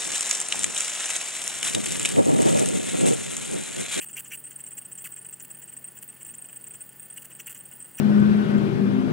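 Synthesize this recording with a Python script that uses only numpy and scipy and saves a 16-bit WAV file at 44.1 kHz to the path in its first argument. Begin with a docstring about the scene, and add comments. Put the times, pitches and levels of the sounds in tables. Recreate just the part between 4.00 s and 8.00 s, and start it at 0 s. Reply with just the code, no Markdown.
"""The air jet of a nebulising oil diffuser whistles on a table indoors. Some twenty times a second
a slug of oil passes the nozzle: the pitch dips and climbs back, flaring each time it crosses the
resonance of the cap. Now and then the nozzle floods and spits tiny pops, an oil film snaps, or a big
bubble gurgles in the chamber below. Under it all the pump hums, the nozzle hisses and air rushes."""
import sys
import numpy as np
from scipy import signal
from scipy.fft import rfft, irfft, next_fast_len
from scipy.io import wavfile

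SR = 44100
rng = np.random.default_rng(int(sys.argv[2]) if len(sys.argv) > 2 else 0)


def digitize_waveform(pressure):
    """Quantize a signal to 16-bit integers and store it at the path in sys.argv[1].

    Rows of a 2-D input are taken as channels; values are limited to [-1, 1].
    """
    field = np.atleast_2d(pressure).T
    bounded = np.clip(field, -1, 1)
    quanta = np.round(bounded * 32767).astype(np.int16)
    wavfile.write(sys.argv[1], SR, quanta)


N = 176400
TIME = np.arange(N) / SR
REST_HZ = 10660  # pitch of the unobstructed jet
SWELL_SKEW = 0.77  # below 1, so the wet rush and the gurgles peak early

# Spectrum of a pop in the cap. Each row: frequency in Hz, relative level in dB.
SPRAY = [(3900, -36), (4600, -14), (5300, -24), (5950, -14), (6500, -13.5), (7200, -1.5), (8550, 4.5),
         (9200, -7.5), (9900, -1.5), (13000, -14), (13750, 8.5), (14150, -9), (14600, -5), (15200, -3)]
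# Response of the oil chamber below the nozzle. Each row: frequency in Hz, gain in dB.
CHAMBER = [(500, -14.5), (1100, -7), (1800, 4.5), (2350, -1.5), (2850, 7.5), (3250, 1), (3850, -23.5)]


def gulps():
    """Swept resonance: each slug pulls the whistle down through the cap's peaks, with a wet rush."""
    # Strong oil slugs. Each row: start in seconds, length in seconds, lowest pitch in Hz, level in dB.
    slugs = [(0.0, 0.015, 8200, -39.5), (0.053, 0.031, 8260, -42.5), (0.082, 0.036, 6960, -44),
             (0.126, 0.024, 7630, -38.0), (0.151, 0.057, 5930, -48), (0.241, 0.048, 6640, -45.5),
             (0.298, 0.057, 5760, -48.5), (0.367, 0.029, 8640, -43.5), (0.436, 0.026, 8030, -39.5),
             (0.46, 0.032, 8000, -43), (0.505, 0.03, 6680, -45), (0.555, 0.018, 8600, -37.5),
             (0.586, 0.033, 7120, -42.5), (0.635, 0.02, 8330, -39.5), (0.658, 0.032, 7560, -41),
             (0.705, 0.036, 7460, -41), (0.767, 0.028, 7460, -37.5), (0.81, 0.029, 8640, -46),
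             (0.846, 0.023, 8080, -41), (0.911, 0.027, 7750, -39.5), (0.948, 0.021, 8820, -43),
             (0.973, 0.033, 7270, -40.5), (1.003, 0.03, 8170, -44.5), (1.116, 0.032, 7800, -40.5),
             (1.158, 0.04, 7420, -41.5), (1.21, 0.024, 9200, -45.5), (1.244, 0.028, 7530, -40.5),
             (1.285, 0.018, 8270, -41.5), (1.323, 0.024, 7500, -38.5), (1.395, 0.028, 6620, -44.0),
             (1.5, 0.023, 7660, -40), (1.543, 0.023, 8530, -45.0), (1.615, 0.029, 7250, -43.5),
             (1.674, 0.031, 7630, -43.5), (1.716, 0.027, 7740, -43.5), (1.763, 0.017, 7700, -38.5),
             (1.838, 0.022, 8220, -38), (1.873, 0.02, 8080, -41), (1.965, 0.032, 7130, -45.5),
             (2.081, 0.029, 7900, -41.5), (2.203, 0.032, 7320, -44), (2.246, 0.03, 7200, -44),
             (2.276, 0.046, 8100, -42), (2.335, 0.022, 7100, -42.5), (2.378, 0.024, 8560, -41.5),
             (2.414, 0.018, 8560, -40.5), (2.44, 0.022, 7750, -42.5), (2.484, 0.026, 7300, -47),
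             (2.525, 0.02, 7790, -43.5), (2.557, 0.022, 7960, -39.5), (2.607, 0.017, 9040, -46),
             (2.635, 0.022, 8380, -43), (2.664, 0.021, 7570, -41.5), (2.702, 0.025, 8300, -42),
             (2.734, 0.03, 7100, -42.5), (2.803, 0.028, 8020, -39), (2.887, 0.017, 8440, -46),
             (2.992, 0.019, 8400, -42.5), (3.018, 0.028, 8590, -45.5), (3.097, 0.019, 8330, -40.5),
             (3.12, 0.018, 8700, -45), (3.156, 0.03, 7850, -43.5), (3.302, 0.035, 6700, -47.5),
             (3.347, 0.022, 8050, -44.5), (3.387, 0.033, 5970, -47.5), (3.456, 0.032, 7480, -43),
             (3.543, 0.041, 6540, -47.5), (3.597, 0.026, 8340, -44), (3.648, 0.025, 8440, -45.5),
             (3.71, 0.033, 7000.0, -45.5), (3.796, 0.038, 7780, -41.5), (3.84, 0.028, 8360, -45.5),
             (3.942, 0.023, 8700, -45.5), (3.972, 0.039, 5600, -49)]
    # Resonances of the cap. Each row: frequency in Hz, gain in dB.
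    cap = [(4500, -30.5), (5900, -7.5), (6500, -24.5), (7100, -8.5), (8200, -1), (8560, 8.5), (8750, -2),
           (9300, -11.5), (9850, -12.5), (12000, -23.5)]
    attack_s, release_s, tail_s = 0.0041, 0.015, 0.01  # in the tail the pitch climbs on after the slug
    dip_share, flutter_db, wet_db_per_hz = .38, 2.5, .0034  # deeper dips sound wetter
    rush = from_db(-66) * rms_one(colour(rng.standard_normal(N), CHAMBER))
    fizz = from_db(-64.5) * rms_one(colour(pops(N), SPRAY))
    out, wetness = np.zeros(N), np.zeros(N)
    for start, length, low_hz, db in list(slugs) + small_slugs(slugs):
        t = np.arange(int((length + tail_s) * SR)) / SR
        deepest_s = length * dip_share * np.exp(0.139 * rng.uniform(-1.02, 1))
        age, dip_hz = t / deepest_s, REST_HZ - low_hz
        hz = REST_HZ - dip_hz * age * np.exp(1 - age)
        gate = np.minimum(np.minimum(t / attack_s, (t[-1] - t) / release_s), 1)
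        jet = breathy_whistle(hz) * from_db(flutter_db * drift(100, len(t)))
        capped = rms_one(colour(jet * gate ** 2, cap))
        add(out, start, from_db(db) * np.sqrt(length / t[-1]) * capped)
        swell = np.sin(np.pi * np.minimum(t / length, 1) ** SWELL_SKEW) ** 2
        add(wetness, start, from_db(wet_db_per_hz * dip_hz) * swell)
    return out + wetness * (rush + fizz)


def small_slugs(slugs):
    """Intermittent flow: rows for weak, shallow slugs at uneven times between the strong ones."""
    gap_s, length_s, low_hz, db = .04, 0.018, 9580, -53.5
    rows = []
    for (start, length, _, _), (following, *_) in zip(slugs, slugs[1:]):
        chance = rng.uniform(-1.1, 1, (8, 3))
        slots = np.arange(start + length + length_s / 2, following - gap_s, gap_s)
        for slot, (late, lift, strength) in zip(slots, chance):
            hz = low_hz + lift * (REST_HZ - low_hz) / 2
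            rows.append((slot + late * length_s / 2, length_s, hz, db + 2 * strength))
    return rows


def whistle(hz, half_width_hz):
    """Turbulence driving a resonance gives narrow-band noise around a pitch track."""
    phase = 2 * np.pi * np.cumsum(hz) / SR
    in_phase, quadrature = (drift(half_width_hz, len(hz)) for _ in range(2))
    return rms_one(in_phase * np.cos(phase) + quadrature * np.sin(phase))


def breathy_whistle(hz):
    """Spectral broadening: a narrow whistle sits inside a wide skirt of noise."""
    return whistle(hz, half_width_hz=335) + from_db(-6.5) * whistle(hz, half_width_hz=950)


def sputters():
    """Impulse excitation: bursting oil films crackle in the cap and, more faintly, in the chamber."""
    # Spits of the flooded nozzle. Each row: start in seconds, length in seconds, level in dB.
    spits = [(0.01, 0.039, -37.5), (0.167, 0.042, -37), (0.318, 0.041, -39), (0.78, 0.012, -39),
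             (1.041, 0.036, -37), (1.446, 0.0091, -42.5), (2.026, 0.0082, -38.5), (3.172, 0.014, -41),
             (3.22, 0.011, -44), (3.246, 0.013, -42), (3.396, 0.012, -42.5), (3.467, 0.015, -39),
             (3.495, 0.037, -40.5), (3.984, 0.018, -40.5)]
    out = np.zeros(N)
    for start, length, db in spits:
        clicks = np.pad(pops(int(length * SR)), (0, SR // 300))  # time to ring out
        in_cap = rms_one(colour(clicks, SPRAY))
        in_chamber = from_db(-13) * rms_one(colour(clicks, CHAMBER))
        add(out, start, from_db(db) * (in_cap + in_chamber))
    return out


def pops(size, per_second=1800, spread_db=2.3):
    """Shot noise: independent clicks of uneven strength and random sign."""
    strength = from_db(spread_db * rng.standard_normal(size)) * rng.choice([-1, 1], size)
    return strength * (rng.random(size) < per_second / SR) + 1e-18


def snaps():
    """Impulse response: one large film bursts and the cap answers with a sharp tick."""
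    # Bursts of single oil films. Each row: time in seconds, peak level in dB.
    bursts = [(0.1693, -16), (0.786, -34)]
    out, tick = np.zeros(N), colour(signal.unit_impulse(SR // 100), SPRAY)
    for start, db in bursts:
        add(out, start, from_db(db) * tick / np.abs(tick).max())
    return out


def gurgles(pitch_hz=2453, wander_hz=129):
    """Bubble resonance: a big bubble swells and fades in the chamber, its pitch stumbling up or down."""
    # Big bubbles. Each row: start in seconds, length in seconds, level in dB, pitch glide in Hz.
    bubbles = [(0.008, 0.03, -44.5, 905), (0.163, 0.0334, -41, 304), (0.315, 0.037, -41, 400),
               (1.047, 0.024, -44.5, -1550), (3.172, 0.014, -46.5, 600), (3.398, 0.0088, -45, 600),
               (3.472, 0.018, -46, 698), (3.985, 0.017, -42.5, 300)]
    out = np.zeros(N)
    for start, length, db, glide_hz in bubbles:
        progress = np.linspace(0, 1, int(length * SR), endpoint=False)
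        hz = pitch_hz + glide_hz * (progress - .25) + wander_hz * drift(174, len(progress))
        swell = np.sqrt(np.sin(np.pi * progress ** SWELL_SKEW))
        bubble = np.pad(whistle(hz, half_width_hz=355) * swell, (0, SR // 300))
        add(out, start, from_db(db) * rms_one(colour(bubble, CHAMBER)))
    return out


def pump(turn_hz=44.6, waver_db=4, throb_depth=0.17):
    """Periodic forcing: the pump hums in harmonics and modulates the nozzle's hiss twice a turn."""
    # Harmonics of the hum. Each row: multiple of the turning rate, level in dB.
    harmonics = [(3, -64.5), (9, -78), (4, -70), (6, -77), (10, -80), (19, -77.5), (33, -75), (40, -71.5)]
    # Resonances of the nozzle's hiss. Each row: frequency in Hz, width in Hz, level in dB.
    rings = [(8380, 120, -59.5), (9790, 450, -62), (13730, 330, -64), (15500, 220, -55)]
    phase = 2 * np.pi * turn_hz * TIME
    hum = sum(from_db(db) * np.sqrt(2) * np.sin(k * phase + rng.uniform(0, 2 * np.pi))
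              for k, db in harmonics)
    hiss = sum(from_db(db) * whistle(np.full(N, hz), width_hz / 2) for hz, width_hz, db in rings)
    throb = 1 + throb_depth * np.sin(2 * phase)
    return hum + hiss * from_db(waver_db * drift(44)) * throb


def air():
    """Broadband noise: air flow and motor rumble, least alike at the two ears in the low mids."""
    # Spectrum of flow and rumble. Each row: frequency in Hz, relative spectral density in dB.
    spectrum = [(25, -47), (90, -1), (200, 6.5), (600, -3), (1200, -6.5), (1800, -4), (2350, -9),
                (2850, -5), (3250, -8.5), (3800, -19.5), (4600, -13), (5400, -18.5), (6550, -14.5),
                (7400, -4), (10500, -9.5), (12800, -18), (14600, -6.5)]
    # Stereo width in the room. Each row: frequency in Hz, level of side against middle in dB.
    width = [(120, -13), (650, -6.5), (3000, -12)]
    mid, side = (rms_one(colour(rng.standard_normal(N), spectrum)) for _ in range(2))
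    return from_db(-54.5) * (mid + colour(side, width) * np.array([[1], [-1]]))


def room(x, t60_s=0.024):
    """Reverberation: a short, exponentially decaying tail, different at each ear."""
    t = TIME[:SR // 2]
    tails = rng.standard_normal((2, len(t))) * from_db(-60 * t / t60_s)
    return np.array([signal.fftconvolve(x, tail / np.linalg.norm(tail))[:N] for tail in tails])


def from_db(db):
    """Amplitude ratio of a level in decibels."""
    return 10 ** (np.asarray(db) / 20)


def rms_one(x):
    """Normalisation to unit power."""
    return x / np.sqrt(np.mean(x ** 2))


def add(out, start_s, x):
    """Superposition: x joins the mix at start_s."""
    i = max(int(start_s * SR), 0)
    out[i:i + len(x)] += x[:max(N - i, 0)]


def drift(rate_hz, size=N):
    """Random fluctuation: low-passed noise of unit power."""
    pole, settle = np.exp(-2 * np.pi * rate_hz / SR), SR // 10
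    noise = rng.standard_normal(size + settle)
    return rms_one(signal.lfilter([1], [1, -2 * pole, pole * pole], noise)[settle:])


def colour(x, points):
    """Minimum-phase filtering through points of frequency in Hz and gain in dB."""
    size = 2 * next_fast_len(len(x))
    hz, db = np.transpose(points)
    grid = np.arange(size // 2 + 1) * SR / size
    gain = from_db(np.interp(np.log(grid + 1), np.log(hz), db))
    cepstrum = irfft(np.log(gain))
    cepstrum[1:size // 2] *= 2  # folding onto positive time makes the filter causal
    cepstrum[size // 2 + 1:] = 0
    return irfft(rfft(x, size) * np.exp(rfft(cepstrum)))[:len(x)]


def scene():
    """Direct and reflected sound: the diffuser stands straight ahead in a wide rush of air."""
    flow = air()
    diffuser = pump() + gulps() + sputters() + snaps() + gurgles()
    return flow + diffuser + from_db(-28) * room(diffuser)


def record(dry):
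    """Band limiting: a steep low-pass cuts the highest treble."""
    cutoff_hz = 15850
    return signal.sosfilt(signal.ellip(14, .1, 80, cutoff_hz, fs=SR, output="sos"), dry)


dry = scene()
out = record(dry)
digitize_waveform(out)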